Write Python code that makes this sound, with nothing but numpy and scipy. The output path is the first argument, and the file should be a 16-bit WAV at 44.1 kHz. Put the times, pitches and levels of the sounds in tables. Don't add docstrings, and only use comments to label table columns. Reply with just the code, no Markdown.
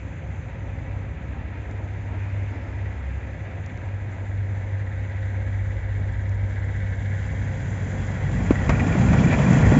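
import sys
import numpy as np
from scipy import signal
from scipy.fft import rfft, irfft, next_fast_len
from scipy.io import wavfile
from scipy.ndimage import uniform_filter1d

SR = 44100
rng = np.random.default_rng(int(sys.argv[2]) if len(sys.argv) > 2 else 0)


def dump(signal):
    limited = np.clip(np.atleast_2d(signal).T, -1, 1)
    pcm = np.round(limited * 32767).astype(np.int16)
    wavfile.write(sys.argv[1], SR, pcm)


N = 431738


def amp(db):
    return 10 ** (np.asarray(db) / 20)


def rms_one(x):
    return x / np.sqrt(np.mean(x ** 2) + 1e-20)


def in_time(rows, before_db=None):
    s, *columns = np.transpose(rows)
    return [np.interp(np.arange(N) / SR, s, c, left=before_db) for c in columns]


def drift(rate_hz):
    r = np.exp(-80 * np.pi * rate_hz / SR)
    noise = rng.standard_normal(N // 40 + 2002)
    slow = signal.lfilter([1], [1, -2 * r, r * r], noise)[2000:]
    return np.interp(np.arange(N) / 40, np.arange(len(slow)), rms_one(slow))


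def resonance(x, hz, width_hz):
    r = np.exp(-np.pi * width_hz / SR)
    zeros = [(1 - r * r) / 2, 0, (r * r - 1) / 2]
    poles = [1, -2 * r * np.cos(2 * np.pi * hz / SR), r * r]
    return signal.lfilter(zeros, poles, x + 1e-18)


def body(x, modes):
    return sum((-1) ** k * amp(db) * resonance(x, hz, width) for k, (hz, width, db) in enumerate(modes))


def coloured(spectrum, patchy_db, rate_hz):
    size = next_fast_len(N)
    octave = np.log2(np.maximum(np.arange(size // 2 + 1) * SR / size, 1))
    points = np.array(spectrum)
    gain_db = np.interp(octave, np.log2(points[:, 0]), points[:, 1])
    shaped = rfft(rng.standard_normal(size)) * amp(gain_db)
    out, together = np.zeros(N), drift(rate_hz)
    for centre in range(int(np.log2(points[1, 0])), int(np.log2(points[-2, 0])) + 2):
        band = np.clip(1 - np.abs(octave - centre), 0, 1)
        swell = amp(patchy_db * (together + drift(rate_hz)))
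        out += swell * irfft(shaped * band, size)[:N]
    return rms_one(out)


def evened(x, span_s):
    return x / np.sqrt(uniform_filter1d(x ** 2, round(span_s * SR)) + 1e-9)


def burst(s, length_s):
    t = np.arange(N) / SR - s
    return (t >= 0) * np.exp(-np.clip(t, 0, 1) / length_s)


def hum(hz, width_hz):
    tone = resonance(resonance(rng.standard_normal(N), hz, width_hz), hz, width_hz)
    return evened(rms_one(tone), span_s=0.26)


def diesel():
    # t/s, shaft speed/(turns/s)
    speed_rows = [(0, 16.51), (2.8, 16.515), (4.2, 16.41), (4.9, 16.39), (6.3, 16.44), (7.0, 16.41),
                  (7.7, 16.36), (9.79, 16.33)]
    # t/s, sixth order level/dB, fourth order level/dB
    order_rows = [(0.0, -36, -43), (0.08, -43, -35), (0.19, -47, -52), (0.27, -32, -37), (0.49, -38, -42),
                  (0.98, -33.5, -35.5), (1.09, -42.5, -35), (2.42, -26, -37.5), (2.59, -36, -40),
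                  (2.67, -40, -34.5), (2.81, -28.5, -33), (3.13, -43, -29), (3.35, -30, -36.5),
                  (3.41, -37, -46), (4.25, -29, -50), (4.36, -24.5, -61), (4.44, -27, -54),
                  (4.96, -27, -35.5), (7.39, -26, -33.5), (7.6, -28.5, -40), (9.21, -24.5, -28.5),
                  (9.6, -36, -38), (9.65, -24, -28), (9.79, -29, -34)]
    strokes_db = [0, -3, -5, -12, -9, -12]
    # f/Hz, relative density/dB
    clatter_spectrum = [(660, -51.5), (1120, -32), (1190, -29.5), (1510, -2), (1550, 1), (1900, 2.5),
                        (2210, 0), (2330, -6.5), (2500, -25.5), (2680, -16.5), (3170, -20.5), (3590, -16.5),
                        (3820, -20), (4500, -29), (5850, -58), (9900, -120)]
    # f/Hz, width/Hz, relative level/dB
    panel_modes = [(1640, 22, 3), (1840, 25, 3), (1970, 30, 3), (2130, 22, 3)]
    # t/s, clatter level/dB
    clatter_rows = [(0.0, -53), (2.1, -50), (4.0, -49), (5.23, -45.5), (6.5, -46), (6.8, -43), (8.2, -44.5)]
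    knock_s, throb_share = .011, .6

    sixth_db, fourth_db = in_time(order_rows)
    turn = np.cumsum(in_time(speed_rows)[0]) / SR
    drone = amp(sixth_db + 1.2 * drift(6)) * np.sin(2 * np.pi * 6 * turn + .15 * drift(3))
    drone += amp(fourth_db + 1.5 * drift(4)) * np.sin(2 * np.pi * 4 * turn + .2 * drift(3))

    stroke = (turn * len(strokes_db)).astype(int)
    starts = np.diff(stroke, prepend=0) > 0
    strength_db = np.array(strokes_db)[stroke % len(strokes_db)] + 0.83 * rng.standard_normal(N)
    knocks = starts * amp(strength_db)
    gate = rms_one(signal.lfilter([1], [1, -np.exp(-1 / (knock_s * SR))], knocks))
    block = coloured(clatter_spectrum, patchy_db=.25, rate_hz=5) * (1 - throb_share + throb_share * gate)
    clatter = block + amp(-8.5) * body(block, panel_modes)
    return np.sqrt(2) * drone + amp(in_time(clatter_rows)[0]) * rms_one(clatter)


def street():
    # f/Hz, relative density/dB
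    rumble_spectrum = [(12, -71), (20, -40), (46, -14), (69, -9.5), (81, 3.5), (91, -3.5), (114, -4.5),
                       (121, -9), (130, -23.5), (170, -61.5), (290, -120)]
    roar_spectrum = [(62, -37), (105, -4.5), (113, -15.5), (124, -1.5), (161, -2.5), (193, -16),
                     (320, -15.5), (420, -56), (700, -120)]
    murmur_spectrum = [(120, -33.5), (200, -1.5), (285, -2.5), (343, -7), (421, -8.5), (452, -7),
                       (496, -9.5), (537, -6), (580, -8), (838, -11.5), (965, -12), (1150, -24),
                       (1300, -16), (1690, -37), (2860, -120)]
    tyre_spectrum = [(680, -43.5), (1150, -5), (1240, -8.5), (1500, -5), (1670, -5), (1840, -3.5),
                     (2440, -2), (2660, -7), (3000, -14.5), (3520, -18), (4040, -24), (4500, -29.5),
                     (5850, -68.5), (9900, -120)]
    spray_spectrum = [(3900, -30.5), (4400, 1.5), (5000, 4), (5700, 0.5), (6000, -26)]
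    air_spectrum = [(5500, -31.5), (5800, -19), (5900, 1), (6640, 0.5), (7250, -1), (7600, -5.5),
                    (9000, -38.5)]
    # t/s, level/dB
    tyre_rows = [(0.0, -51.5), (0.9, -51.5), (2.0, -51), (2.5, -49), (3.0, -51), (4.0, -53.5), (5.5, -55),
                 (7.0, -67)]
    # t/s, murmur level/dB, low roar level/dB, top hiss level/dB
    band_rows = [(0.0, -46, -40.5, -66.5), (0.6, -43.5, -40.5, -70), (1.4, -42.5, -38, -72),
                 (1.7, -42, -43, -71.5), (2.5, -42, -45.5, -69), (3.3, -43, -41.5, -70),
                 (4.5, -43, -44.5, -70.5), (5.5, -43, -50, -69), (6.4, -43, -47, -74),
                 (7.2, -44, -43, -65.5), (7.7, -44, -36, -59.5), (8.4, -46, -38, -66)]
    # f/Hz, width/Hz
    hum_modes = [(530.5, 14), (52.12, 2.9)]
    # t/s, first hum level/dB, second hum level/dB
    hum_rows = [(0.0, -51.5, -53), (0.7, -53.5, -38), (2.0, -62, -43), (2.6, -62, -45), (3.301, -53, -49.5),
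                (4.4, -57, -38), (5.0, -50, -50), (5.7, -51.5, -32.5), (7.1, -54.5, -38), (7.8, -48.5, -40),
                (8.5, -54, -28), (9.79, -49.5, -40)]
    rumble_db, spray_db = -35.5, -79.5
    swish_s, swish_half_s, swish_db = 2.6, 0.75, -74.5

    tyre_db = in_time(tyre_rows)[0]
    murmur_db, roar_db, top_db = in_time(band_rows)
    out = amp(rumble_db) * evened(coloured(rumble_spectrum, patchy_db=0.7, rate_hz=1.6), span_s=0.13)
    out += amp(roar_db) * coloured(roar_spectrum, patchy_db=1.0, rate_hz=2.2)
    out += amp(murmur_db) * coloured(murmur_spectrum, patchy_db=0.97, rate_hz=9.7)
    out += amp(tyre_db) * coloured(tyre_spectrum, patchy_db=1.0, rate_hz=13.0)
    swish = amp(swish_db) * np.exp(-((np.arange(N) / SR - swish_s) / swish_half_s) ** 2)
    out += np.hypot(amp(spray_db), swish) * coloured(spray_spectrum, patchy_db=.8, rate_hz=12.0)
    out += amp(top_db) * coloured(air_spectrum, patchy_db=1.1, rate_hz=8.0)
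    for (hz, width_hz), db in zip(hum_modes, in_time(hum_rows)):
        out += amp(db) * hum(hz, width_hz)
    return out


def passing(level_db, fall_db):
    # t/s, relative level/dB
    bogie_rows = [(9.1, -1.5), (9.72, 2)]
    speed_m_per_s, track_m = 10.43, 4.56
    t = np.arange(N) / SR
    power = 0
    for s, db in bogie_rows:
        distance_m = np.hypot(speed_m_per_s * (t - s), track_m)
        power = power + amp(2 * (db - fall_db * np.log10(distance_m / track_m)))
    return amp(level_db) * np.sqrt(power)


def tram():
    # f/Hz, relative density/dB
    wheel_spectrum = [(15, -43), (25, -28.5), (59, -6.5), (92, -3), (131, 3), (195, -4.5), (250, -44),
                      (430, -120)]
    boom_spectrum = [(110, -25.5), (190, -6), (227, 1), (345, -14), (450, -43), (760, -120)]
    rolling_spectrum = [(190, -24), (320, -15), (366, -0.5), (512, 3), (560, -0.5), (788, -1.5), (857, -4),
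                        (1020, -6), (1220, -10.5), (1590, -47.5), (2680, -120)]
    grind_spectrum = [(710, -42), (1200, -10.5), (1430, 4.5), (1570, -0.5), (1900, 4), (2180, -3),
                      (2360, -2.5), (2900, -14.5), (3770, -48), (6380, -120)]
    rail_hiss_spectrum = [(1590, -25), (2700, -1), (2980, -6.5), (3320, 1.5), (3640, -12), (4000, -8),
                          (4420, -16), (4860, -10.5), (5350, -15), (5640, -15.5), (5800, -11.5),
                          (7540, -39), (12800, -120)]
    snow_hiss_spectrum = [(3350, -30), (5700, -10), (6020, -1.5), (6480, -1.5), (7160, 3), (7600, -1.5),
                          (9880, -46.5), (16700, -120)]
    # f/Hz, width/Hz, relative level/dB
    frame_modes = [(77, 13, -4), (123.6, 8, 2), (140.3, 14, 3), (183, 13.6, 2.5), (224.7, 19, -3.5)]
    # t/s, gain/dB
    surge_rows = [(7.4, 0), (8.25, 0), (8.45, 3), (8.62, -3), (8.72, 3.5), (8.86, -1.5), (8.95, 1.5),
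                  (9.16, 3), (9.4, 0.5), (9.63, 3), (9.79, 3)]

    frame = rms_one(body(rng.standard_normal(N), frame_modes))
    rumble = coloured(wheel_spectrum, patchy_db=3.0, rate_hz=6.4) + amp(0.5) * frame
    boom = coloured(boom_spectrum, patchy_db=4.0, rate_hz=33.0)
    surge = amp(in_time(surge_rows)[0])
    out = passing(level_db=-40, fall_db=20) * hum(hz=38.3, width_hz=2.9)
    out += surge * passing(level_db=-19.5, fall_db=29.8) * evened(rumble, span_s=0.6)
    out += surge * passing(level_db=-25.5, fall_db=38) * evened(boom, span_s=0.39)
    out += passing(level_db=-29.5, fall_db=30.3) * coloured(rolling_spectrum, patchy_db=0.66, rate_hz=32.0)
    out += passing(level_db=-34.5, fall_db=27.9) * coloured(grind_spectrum, patchy_db=1.2, rate_hz=25.0)
    out += passing(level_db=-47, fall_db=23.5) * coloured(rail_hiss_spectrum, patchy_db=1.36, rate_hz=26.0)
    out += passing(level_db=-48.5, fall_db=24.2) * coloured(snow_hiss_spectrum, patchy_db=1.47, rate_hz=23.0)
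    return out


def ticks():
    # t/s, click level before ringing/dB
    tick_rows = [(1.712, -34), (3.6625, -27.5), (3.7748, -33), (6.2941, -30), (6.3455, -39)]
    # f/Hz, width/Hz, relative level/dB
    tick_modes = [(3800, 1500, 1), (6540, 1400, 9)]
    clicks = np.zeros(N)
    for s, db in tick_rows:
        clicks[round(s * SR)] = amp(db)
    return body(clicks, tick_modes)


def pings():
    # t/s, starting amplitude/dB
    ping_rows = [(8.265, -31), (8.368, -29), (8.556, -22.5), (8.590, -29), (8.657, -35), (8.805, -22)]
    ping_hz, ring_s = 1940, 0.0067
    t = np.arange(N) / SR
    return sum(amp(db) * burst(s, ring_s) * np.sin(2 * np.pi * ping_hz * (t - s)) for s, db in ping_rows)


def tram_knocks():
    # t/s, relative knock/dB, relative thud/dB, relative snap/dB, knock decay/s
    knock_rows = [(8.507, -16.5, -4.5, -34, 0.011), (8.6914, -11, -17, -29.5, 0.02),
                  (8.797, -21, -20.5, -53, 0.012), (8.951, -22, -18, -49, 0.012),
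                  (9.13, -15, -28, -39, 0.02), (9.17, -29, -34, -40, 0.012), (9.325, -14.5, -41, -38, 0.02),
                  (9.386, -16, -38, -43, 0.018), (9.529, -16, -25, -36, 0.011),
                  (9.7205, -17, -11, -45, 0.0061)]
    # f/Hz, width/Hz, relative level/dB
    thud_modes = [(245, 150, 2), (520, 260, -11)]
    # f/Hz, width/Hz, relative level/dB
    rim_modes = [(595, 120, 4), (1020, 624, 1.5), (1420, 680, 5.5), (1603, 310, 3.5), (1866, 98, -3),
                 (2300, 580, -4.5)]
    snap_lag_s = 0.002

    blows, knock_gate, snap_gate = np.zeros((3, N))
    for s, knock_db, thud_db, snap_db, length_s in knock_rows:
        blows[round(s * SR)] = -amp(thud_db)
        knock_gate += amp(knock_db) * burst(s, max(length_s, .002))
        snap_gate += amp(snap_db) * burst(s + snap_lag_s, max(0.27 * length_s, .002))
    thud = body(body(blows, thud_modes), thud_modes)
    crack = resonance(resonance(blows, 800, 700), 700, 900)
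    knock = body(rng.standard_normal(N) * knock_gate, rim_modes)
    high_pass = signal.butter(2, 3500, "high", fs=SR, output="sos")
    snap = signal.sosfilt(high_pass, rng.standard_normal(N) * snap_gate)
    return amp(41.5) * thud + amp(8) * crack + amp(6.0) * knock + amp(4.5) * snap


def rattle():
    # t/s, level/dB
    rattle_rows = [(8.55, -79), (8.75, -38), (9.0, -45), (9.2, -40), (9.55, -45), (9.79, -44)]
    # f/Hz, width/Hz, relative strike/dB
    rattle_modes = [(2373, 110, 10), (2590, 120, -5.5), (1810, 110, -17.5)]
    taps_per_s, puff_s = 34, .005

    beat = np.cumsum(taps_per_s * amp(2.5 * drift(8))) / SR
    taps = np.diff(beat.astype(int), prepend=0) > 0
    out = np.zeros(N)
    for hz, width_hz, db in rattle_modes:
        struck = taps * amp(db + 3.0 * rng.standard_normal(N))
        puff_gate = signal.lfilter([1], [1, -np.exp(-1 / (puff_s * SR))], struck)
        puffs = puff_gate * rng.standard_normal(N)
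        out += resonance(resonance(puffs, hz, width_hz), hz, 200)
    return amp(in_time(rattle_rows, before_db=-120)[0]) * rms_one(out)


def scene():
    return (diesel() + street() + tram() + ticks() + pings() + tram_knocks() + rattle())[None]


def record(dry):
    cutoff_hz = 7580
    rolled = signal.sosfilt(signal.butter(2, 25, "high", fs=SR, output="sos"), dry)
    rounded = .95 * np.tanh(rolled / .95)
    return signal.sosfilt(signal.ellip(12, .5, 70, cutoff_hz, fs=SR, output="sos"), rounded)


dry = scene()
out = record(dry)
dump(out)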